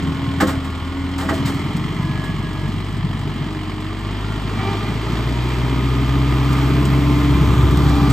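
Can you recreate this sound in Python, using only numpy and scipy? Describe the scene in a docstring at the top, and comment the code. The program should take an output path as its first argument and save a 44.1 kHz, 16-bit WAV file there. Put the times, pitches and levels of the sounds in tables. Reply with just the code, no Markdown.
"""A diesel tractor lifts a log on its loader forks, backs up, turns and drives close past in a muddy yard.
Its engine makes clean exhaust and pump tones from sines, and knock, drone and hiss from noise that pulses
with each firing. Tyres and driveline rumble below as filtered noise, and gears sing as gliding sines.
The log and forks clank, mostly early on, as tiny random contacts that ring the steel; the steering
hydraulics groan as an uneven buzz with a rush of oil."""
import sys
import numpy as np
from scipy import signal
from scipy.fft import rfft, irfft, next_fast_len
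from scipy.io import wavfile
from scipy.ndimage import uniform_filter1d

SR = 44100
rng = np.random.default_rng(int(sys.argv[2]) if len(sys.argv) > 2 else 0)


def unload_audio(sound):
    """Save the sound as a 16-bit wav file, at the path given as the first command line argument."""
    columns = np.transpose(np.atleast_2d(sound))
    # keep every value between -1 and 1, then stretch to whole-number steps
    steps = np.round(np.clip(columns, -1, 1) * 32767)
    wavfile.write(sys.argv[1], SR, steps.astype(np.int16))


N = 358091
EDGE_S = 0.0565   # opening time of a valve, and its closing time

# colour of the knock and of the rushing oil: (frequency [Hz], level per Hz [dB])
KNOCK_SPECTRUM = [(300, -42), (540, -11), (640, 1), (740, -1.5), (1000, 0.5), (1250, 0.5), (1520, -7),
                  (1750, -3.5), (2100, -5.5), (2600, -10), (3150, -5), (4000, -12.5), (5000, -15),
                  (6000, -39)]
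# colour of the hiss and of the bright crack of a blow: (frequency [Hz], level per Hz [dB])
HISS_SPECTRUM = [(3000, 3.5), (5000, 3), (6000, -2.5), (8000, 2.5), (11000, -4.5), (14000, -11),
                 (16000, 2.5)]
# stereo image: (frequency [Hz], phase by which left leads [rad], left over right [dB], likeness [0-1])
STEREO_IMAGE = [(60, .2, 1.2, .97), (300, .35, 0, .95), (650, .3, .3, .85), (1200, .2, -1.9, .9),
                (2000, -.4, -1.8, .8), (3530, 1.2, .5, .75), (5080, .9, .7, .75), (5940, -.3, 0, .9),
                (6800, 0, 0, .98), (8500, -1.3, 0, .98), (9300, -np.pi, 0, .997), (10800, -np.pi, 0, .997),
                (11500, -4.5, 0, .98), (12700, -2 * np.pi, 0, .99), (14300, -2 * np.pi, 0, .99),
                (15500, -8.3, 0, .97)]


def from_db(db):
    """Turn a level in dB into a gain."""
    return 10 ** (np.asarray(db) / 20)


def rms_one(x):
    """Scale a sound to an rms of 1."""
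    return x / np.sqrt(np.mean(x ** 2) + 1e-20)


def in_time(rows):
    """Draw straight lines between the points of a time table, one curve per column."""
    s, *columns = np.transpose(rows)
    return [np.interp(np.arange(N) / SR, s, column) for column in columns]


def over_hz(rows, size):
    """Read each column of a frequency table on an FFT grid, along a log frequency scale."""
    hz, *columns = np.transpose(rows)
    grid = np.log(np.maximum(np.arange(size // 2 + 1) * SR / size, 1))
    return [np.interp(grid, np.log(hz), column) for column in columns]


def drift(rate_hz):
    """Wander slowly by chance: noise through two equal one-pole low-passes, with a spread of 1."""
    r = np.exp(-32 * np.pi * rate_hz / SR)   # one step is 16 samples
    white = rng.standard_normal(N // 16 + 3002)
    slow = signal.lfilter([1], [1, -2 * r, r * r], white)[3000:]   # leave out the filter's start
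    return np.interp(np.arange(N) / 16, np.arange(len(slow)), rms_one(slow))


def coloured(spectrum, envelope):
    """Shape two unrelated noises (direct and scattered) in time, then in frequency; rms 1."""
    size = next_fast_len(N)
    white = envelope * rng.standard_normal((2, N))
    gain = from_db(over_hz(spectrum, size)[0])
    return rms_one(irfft(rfft(white, size) * gain, size)[:, :N])


def tone(turns, level_db, waver_db=1.0):
    """Make a sine whose rms level wavers by chance around level_db."""
    gain = from_db(level_db + waver_db * drift(27))
    return np.sqrt(2) * gain * np.cos(2 * np.pi * turns)


def valve(start, length):
    """Open a gain over EDGE_S, hold it for the given length in seconds, then close it over EDGE_S."""
    t = np.arange(N) / SR - start
    return np.clip(np.minimum(t, length + 2 * EDGE_S - t) / EDGE_S, 0, 1)


def pulse_gate(turns, depth_db, fall, even=False):
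    """Add to a steady gain one sharp, dying burst per turn, each with its own strength."""
    # knock strength of each cylinder in turn: (level [dB])
    cylinders_db = [-2.1, -0.5, -0.3, 0.1]
    pattern_db = np.array([0] if even else cylinders_db)
    count = turns.astype(int)
    chance_db = 2 * rng.standard_normal(count[-1] + 1)
    strength_db = pattern_db[count % len(pattern_db)] + chance_db[count]
    burst = from_db(strength_db) * np.exp(-fall * (turns % 1))
    return 1 + from_db(depth_db) * uniform_filter1d(burst, size=60)   # soften the jump


def ground_echo(x):
    """Add a late copy off the wet ground, scaled to keep the power if the two are unrelated."""
    # echo: (time [s], lag [ms], strength [0-1])
    echo = [(0, 0.954, 0.1), (1.4, .97, 0.22), (1.9, 0.94, 0.24), (4.8, 1.04, 0.01), (7.3, 0.3, 0),
            (7.8, 1.07, 0), (8.12, 1.42, 0.1)]
    lag_ms, strength = in_time(echo)
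    read_at = np.arange(N) - lag_ms * SR / 1000
    late = np.array([np.interp(read_at, np.arange(N), side) for side in x])
    return (x + strength * late) / np.sqrt(1 + strength ** 2)


def reshape_bands(noisy):
    """Raise or lower three frequency bands of the noises as the tractor passes."""
    # upper middle band, dulled as the log passes in front: (time [s], level [dB])
    presence_db = [(0, 1.5), (5, 1), (6.6, 1.5), (7.2, 0.5), (7.6, 0), (7.85, -4.5), (8.12, -1)]
    # lower and upper edge of that band: (frequency [Hz])
    presence_hz = [1590, 3580]
    # bright band, rising once the bonnet draws level: (time [s], level [dB])
    bright_db = [(0, -0.5), (7.2, 0), (7.62, -4), (7.9, 0.5), (8.12, 2)]
    # lower and upper edge of that band: (frequency [Hz])
    bright_hz = [3800, 6100]
    # highest hiss, from the fan: (time [s], level [dB])
    top_db = [(0, -4), (4.5, -3.5), (6, 0.5), (6.6, 2), (7.0, 3), (7.5, 2), (8.12, 2.5)]
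    bands = [(presence_hz, "band", presence_db), (bright_hz, "band", bright_db), (8900, "high", top_db)]
    for edges_hz, kind, level_db in bands:
        band = signal.sosfilt(signal.butter(2, edges_hz, kind, fs=SR, output="sos"), noisy)
        noisy = noisy + (from_db(in_time(level_db)[0]) - 1) * band
    return noisy


def gears():
    """Let gear teeth sing as load and gear change: each tone glides straight from one pitch to another."""
    # gear tones: (start [s], held length [s], first pitch [Hz], last pitch [Hz], level [dB])
    songs = [(0, .25, 1078, 1070, -43), (.6, .3, 1100, 1095, -44), (1.95, .35, 1000, 1090, -44),
             (3.85, .1, 1185, 1190, -47), (4.18, .15, 1385, 1392, -43), (4.6, .1, 890, 910, -39),
             (5.3, .4, 945, 965, -40), (5.72, .22, 1258, 1218, -38), (5.98, .55, 1216, 1207, -40),
             (6.25, .15, 1004, 1004, -41), (6.62, .45, 668, 664, -43), (6.8, .5, 1045, 1048, -40),
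             (7.05, .25, 2055, 2065, -43), (7.52, .22, 1197, 1186, -36), (7.58, .36, 1030, 990, -39)]
    out, jitter = 0, 1 + .006 * drift(25)   # share of the pitch
    for s, length, first_hz, last_hz, level_db in songs:
        end = s + length + 2 * EDGE_S
        glide_hz = np.interp(np.arange(N) / SR, [s, end], [first_hz, last_hz])
        turns = np.cumsum(glide_hz * jitter) / SR
        out = out + valve(s, length) * tone(turns, level_db, waver_db=2.5)
    return out


def steering():
    """Buzz a valve unevenly, rising in pitch, as the wheels are forced round and oil rushes through it."""
    # groans: (start [s], held length [s], starting pitch [Hz], level [dB])
    groans = [(4.55, .13, 387, -36), (4.76, .08, 401, -41), (7.8, .25, 388, -39)]
    # partials of the buzz: (multiple of the pitch [times], level within the groan [dB])
    partials = [(1, 0), (2, 1), (3, 2), (5, -9), (6, -7)]
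    rise_hz_per_s = 30
    out, rush = 0, from_db(1.5) * coloured(KNOCK_SPECTRUM, 1)[0]
    for s, length, hz, level_db in groans:
        glide_hz = hz + rise_hz_per_s * np.clip(np.arange(N) / SR - s, 0, 1)
        turns = np.cumsum(glide_hz * (1 + 0.014 * drift(40))) / SR
        buzz = sum(tone(k * turns, db, waver_db=3.5) for k, db in partials)
        out = out + from_db(level_db) * valve(s, length) * (buzz + rush)
    return out


def clanks():
    """Rattle steel on steel and wood: dying contacts ring the fork modes, with a bright crack on top."""
    # blows: (time [s], relative bright level [dB], relative low level [dB], time to fall to 1/e [s])
    blow_rows = [(0.402, -15.5, -5.5, 0.023), (0.468, -23, -23, 0.018), (0.483, -28.5, -18.5, 0.04),
                 (0.639, -34, -30, 0.03), (1.178, -25.5, -31, 0.02), (1.197, -29.5, -21, 0.059),
                 (1.288, -27, -11, 0.023), (1.332, -29.5, -43, 0.04), (1.452, -22.5, -32.5, 0.035),
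                 (1.477, -34, -24, 0.018), (1.538, -35, -38, 0.02), (1.764, -26.5, -33, 0.01),
                 (2.02, -37.5, -41, .015), (2.236, -32, -31, 0.025), (3.848, -42, -26.5, 0.006),
                 (6.527, -25, -35, .008), (6.851, -23, -31, 0.01), (7.71, -24, -40, .003),
                 (7.771, -21, -31, 0.0056), (7.884, -29.5, -20, 0.013), (7.892, -32, -33, 0.0061),
                 (8.097, -22, -28, 0.016)]
    # ringing of forks and loader frame: (frequency [Hz], relative level [dB], time to fall by 60 dB [s])
    fork_modes = [(205, 8, .1), (305, 9, 0.1), (370, 3, .08), (517, 1, 0.1), (650, 2, 0.11),
                  (820, -3, 0.08), (1087, -2, 0.09), (1250, -2, 0.09), (1390, -7, 0.06), (1670, -6, 0.07),
                  (1884, -3, 0.08), (2050, -8, .06), (2300, -10, .05), (3090, -14, 0.05), (3390, -15, 0.07),
                  (5050, -20, 0.028), (7600, -7, 0.05), (8300, -1.5, 0.034)]
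    # dull body of the log: (frequency [Hz], level per Hz [dB])
    wood_spectrum = [(400, -26), (700, -6), (1100, 0), (1500, -1), (1900, -4), (2500, -18), (3200, -14),
                     (4500, -24), (6000, -40)]
    settle_s, swell_s, contacts_per_s = .008, .012, 700
    soft_contact_hz = 2400   # wood on steel is a soft contact, weak above this
    t, low, bright = np.arange(N) / SR, np.zeros(N), np.zeros(N)
    for s, bright_db, low_db, length in blow_rows:
        fade = np.exp(-np.clip(t - s, 0, None) / length) * (t >= s)
        # the low part gathers force as the load settles; the bright rattle builds up
        low += from_db(low_db) * fade * np.clip((t - s) / settle_s, .5, 1)
        bright += from_db(bright_db) * fade * np.clip((t - s) / (.3 * length), 0, 1)
    r = np.exp(-1 / (swell_s * SR))
    deep = signal.lfilter([1 - r], [1, -r], low)   # the lowest modes swell late
    out, first = np.zeros((2, N)), [int(row[0] * SR) + 1 for row in blow_rows]
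    for hz, mode_db, t60 in fork_modes:
        touches = rng.random((2, N)) < contacts_per_s / SR
        contacts = touches * rng.standard_normal((2, N))
        contacts[0, first] = 3.0 * rng.choice([-1, 1], len(first))   # the first contact is firm
        if hz < 700:
            force = from_db(-19.0) * deep
        elif hz < 4000:
            force = from_db(-19.0) * low
        else:
            force = from_db(-25.0) * bright
        blows = from_db(mode_db) * force * contacts + 1e-18
        if hz < soft_contact_hz:
            blows = signal.sosfilt(signal.butter(2, soft_contact_hz, fs=SR, output="sos"), blows)
        r, w = from_db(-60 / (t60 * SR)), 2 * np.pi * hz / SR
        out += signal.lfilter([0, np.sin(w)], [1, -2 * r * np.cos(w), r * r], blows)
    crack = coloured(HISS_SPECTRUM, 1) * from_db(-2) * bright
    return out + crack + coloured(wood_spectrum, 1) * from_db(-7.0) * low


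def tyres():
    """Bite each tyre lug into the mud, so that it thuds and shakes the driveline."""
    # lugs biting the ground: (time [s], rate [per s])
    tread = [(0, 20.5), (2.6, 20.2), (3.8, 18), (5.8, 15.5), (6.3, 16.5), (8.12, 16.6)]
    # colour of the rumble: (frequency [Hz], level per Hz [dB])
    rumble_spectrum = [(30, -35), (70, -16), (110, -3), (150, 3.5), (200, -5), (260, -7), (500, -58.5)]
    lugs = np.cumsum(in_time(tread)[0]) / SR + .25
    thuds = pulse_gate(lugs, depth_db=9, fall=4.5, even=True)
    loose = coloured(rumble_spectrum, from_db(drift(9.4)) * thuds)
    # each lug also gives a firm push of scattered strength, in the direct sound only
    count, size = lugs.astype(int), next_fast_len(N)
    strength_db = 4 * rng.standard_normal(count[-1] + 1)
    bites = np.diff(count, prepend=count[0]) * from_db(strength_db[count])
    gain = from_db(over_hz(rumble_spectrum, size)[0])
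    pushes = rms_one(irfft(rfft(bites, size) * gain, size)[:N])
    return rms_one(loose + from_db(-2) * pushes * [[1], [0]])


def ruts():
    """Thump the tyres in the ruts: deep noise whose level wanders."""
    # thump: (time [s], level [dB])
    thump = [(0, -36), (5.6, -51), (6, -33), (6.5, -35), (7.1, -39), (7.45, -20), (7.8, -22), (8.12, -30)]
    deep_spectrum = [(20, -35), (45, 0.5), (80, 9), (120, 10.5), (300, -74.0)]   # (Hz, dB per Hz)
    return from_db(in_time(thump)[0]) * coloured(deep_spectrum, from_db(2.0 * drift(26)))


def panels(firings, shake_db):
    """Shake bonnet and covers with each firing: narrow resonances that swell and fade on their own."""
    # panel resonances: (frequency [Hz], width [Hz], level before the sum is scaled [dB])
    resonances = [(640, 70, -7), (900, 110, -4), (1045, 120, -2), (1190, 110, -1), (2050, 160, -7),
                  (2320, 130, -9), (3150, 260, -9)]
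    force = pulse_gate(firings, depth_db=-13.5, fall=7.7) * rng.standard_normal((2, N))
    out = 0
    for hz, width_hz, level_db in resonances:
        r = np.exp(-np.pi * width_hz / SR)
        rings = signal.lfilter([1, 0, -1], [1, -2 * r * np.cos(2 * np.pi * hz / SR), r * r], force)
        out = out + from_db(level_db + 2 * drift(3)) * rms_one(rings)
    return from_db(shake_db) * rms_one(out)


def follow(clatter_db, middle_db, share):
    """Let a level sit at middle_db when the clatter is at -32 dB, and take a share of its swing."""
    return middle_db + share * (clatter_db + 32)


def engine_noise(firings, clatter_db, strain_db):
    """Pulse noise with each firing: bodywork drone, knock, hiss and shaken panels follow the clatter."""
    # colour of the bodywork drone: (frequency [Hz], level per Hz [dB])
    drone_spectrum = [(120, -41), (200, -3), (250, -1), (320, -2), (420, -5), (520, -20), (800, -58)]
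    # the bodywork also takes a share of the driveline's swing
    drone_db = follow(clatter_db, middle_db=-30.5, share=1.17) + 0.088 * strain_db
    knock_db = follow(clatter_db, middle_db=-34, share=0.71)
    hiss_db = follow(clatter_db, middle_db=-46, share=0.45)
    shake_db = follow(clatter_db, middle_db=-39, share=2.04)
    drone = coloured(drone_spectrum, pulse_gate(firings, depth_db=-1.5, fall=3.5))
    knock = coloured(KNOCK_SPECTRUM, pulse_gate(firings, depth_db=1, fall=3))
    hiss_pulses = pulse_gate(firings, depth_db=12.0, fall=1.3) * from_db(1.0 * drift(13))
    hiss = coloured(HISS_SPECTRUM, hiss_pulses)
    out = from_db(drone_db) * drone + from_db(knock_db) * knock + from_db(hiss_db) * hiss
    return out + panels(firings, shake_db)


def pump_tones(per_s, firings):
    """Drive the geared pump's own series of tones: an oil line picks out one order, the forks add whines."""
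    # hydraulic pressure, as the pump tone at the oil-line resonance: (time [s], level [dB])
    pressure = [(0, -28), (.55, -24.5), (.78, -35), (1, -25), (1.56, -26.5), (1.7, -34), (3.3, -40),
                (3.5, -33), (3.95, -32.5), (4.1, -45), (5.6, -38), (5.8, -28.5), (6.7, -26), (7.3, -19.5),
                (7.6, -27.5), (8.12, -20.5)]
    # whines as the forks lift and tilt: (start [s], held length [s], level [dB])
    fork_whines = [(0, 1.3, -50), (1.97, .04, -43), (2.08, .17, -39), (2.39, .02, -43), (2.5, .11, -43)]
    strokes_per_firing = 2.1875
    pipe_hz, pipe_width_hz = 290, 100
    strokes, pump = strokes_per_firing * firings, 0
    for k in (2, 3):
        detune = 2 * (k * strokes_per_firing * per_s - pipe_hz) / pipe_width_hz
        pump = pump + tone(k * strokes, in_time(pressure)[0]) / (1 + detune ** 2)
    pump = pump + tone(2 * strokes, -45.5)   # always there
    high = sum(from_db(db) * valve(s, length) for s, length, db in fork_whines)
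    # faint 16th and 6th orders stay on between the whines
    whine = (high + from_db(-60)) * tone(16 * strokes, 0, waver_db=1.5)
    hum = (high * from_db(-7) + from_db(-59)) * tone(6 * strokes, 0, waver_db=2.0)
    return pump + whine + hum


def exhaust_tones(per_s, firings, first_db, note_db, strain_db):
    """Turn exhaust pulses into sines at multiples (orders) of the firing rate."""
    # side orders: (multiple of firing rate [times], level at middle speed [dB],
    # gain per extra firing per s [dB], share of the driveline's swing [dB per dB], waver [dB])
    side_orders = [(1.75, -55.5, 1.5, .6, 4), (2.25, -49.5, 1.0, 0.52, 3.5), (3, -35, -0.22, 0.55, 5),
                   (3.75, -43, -0.62, .9, 1.5), (4, -44, -.3, 0.46, 3.5)]
    # uneven cylinders and a higher exhaust order: (multiple of firing rate [times], level [dB])
    minor_orders = [(2.5, -42), (5, -44.5)]
    middle_per_s = 52
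    exhaust = tone(firings, first_db) + tone(2 * firings, note_db)
    for k, db, slope, share, waver_db in side_orders:
        level_db = db + slope * (per_s - middle_per_s) + share * strain_db
        exhaust += tone(k * firings, level_db, waver_db)
    for k, level_db in minor_orders:
        exhaust += tone(k * firings, level_db, waver_db=0.5)
    return exhaust


def scene():
    """Add all sources: direct sound reaches both sides alike, scattered sound in opposite sense."""
    # engine speed: (time [s], firing rate [per s])
    speed = [(0, 41.3), (.48, 41.9), (.63, 40.5), (.8, 40.4), (.96, 41.7), (1.3, 41.5), (1.58, 42.3),
             (1.76, 45.6), (2.0, 47.9), (2.3, 48.1), (2.46, 47.5), (2.65, 47.7), (3.0, 49.1), (3.48, 47.3),
             (3.81, 47.3), (4.3, 52.7), (4.69, 50.3), (5.4, 61.5), (5.75, 62.6), (6.04, 63.5), (6.18, 65.4),
             (6.59, 65), (6.83, 66.7), (7.11, 66.7), (7.33, 66.1), (7.87, 66.9), (8.12, 64.8)]
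    # engine: (time [s], firing-rate tone level [dB], its octave's level [dB], clatter level [dB])
    engine_levels = [(0, -40, -29, -32.5), (.6, -43, -26, -34), (1.0, -38, -27.5, -34.5),
                     (1.4, -41, -27, -31), (1.8, -36, -31, -32), (2.1, -33, -29, -33),
                     (3.05, -31, -28.5, -34.5), (3.45, -34, -31, -33.5), (3.85, -33.5, -30, -34.5),
                     (4.2, -27.5, -26.5, -32.5), (4.45, -27.5, -26.5, -32), (4.68, -32, -23, -29.5),
                     (5.0, -27, -28.5, -30.5), (5.3, -24, -24, -29.5), (6.25, -20.5, -18, -29),
                     (6.6, -21.5, -20, -27.5), (6.85, -21, -17, -27.5), (7.7, -16.5, -23.5, -27),
                     (8.12, -18, -14.5, -27)]
    # driveline rumble: (time [s], level [dB])
    driveline = [(0, -24), (.25, -30.5), (.55, -32.5), (.85, -41), (1.2, -41), (1.4, -24.5), (1.7, -27),
                 (2.3, -25.5), (3.4, -28), (3.8, -38.5), (4.6, -29.5), (5.1, -28.5), (5.6, -32.5),
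                 (6, -26.5), (6.4, -32.5), (6.8, -21), (7.2, -25.5), (7.4, -18.5), (7.65, -23), (8.12, -17)]
    per_s, = in_time(speed)
    firings = np.cumsum(per_s) / SR
    first_db, note_db, clatter_db = in_time(engine_levels)
    rumble_db, = in_time(driveline)
    strain_db = rumble_db + 25   # swing of the driveline around its middle level
    noisy = from_db(rumble_db) * tyres() + ruts()
    noisy += engine_noise(firings, clatter_db, strain_db)
    noisy = reshape_bands(ground_echo(noisy)) + clanks()
    # the likeness of the two sides sets how much noise is direct and how much is scattered
    size = next_fast_len(N)
    alike = np.clip(over_hz(STEREO_IMAGE, size)[2], 0, 1)
    shares = np.sqrt([(1 + alike) / 2, (1 - alike) / 2])
    direct, scattered = irfft(rfft(noisy, size) * shares, size)[:, :N]
    direct = direct + gears() + steering() + pump_tones(per_s, firings)
    direct = direct + exhaust_tones(per_s, firings, first_db, note_db, strain_db)
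    return np.array([direct + scattered, direct - scattered])


def record(dry):
    """Give each side its phase and level by frequency, round the peaks and cut the top."""
    size = next_fast_len(N + 4096)
    lead, balance_db, _ = over_hz(STEREO_IMAGE, size)
    half = from_db(balance_db / 2) * np.exp(.5j * lead)   # each side takes half the difference
    sides = irfft(rfft(dry, size) * np.array([half, 1 / half]), size)[:, :N]
    rounded = 1.3 * np.tanh(sides / 1.3)
    return signal.sosfilt(signal.cheby2(24, 80, 15850, fs=SR, output="sos"), rounded)   # 80 dB down at 15850 Hz


dry = scene()
out = record(dry)
unload_audio(out)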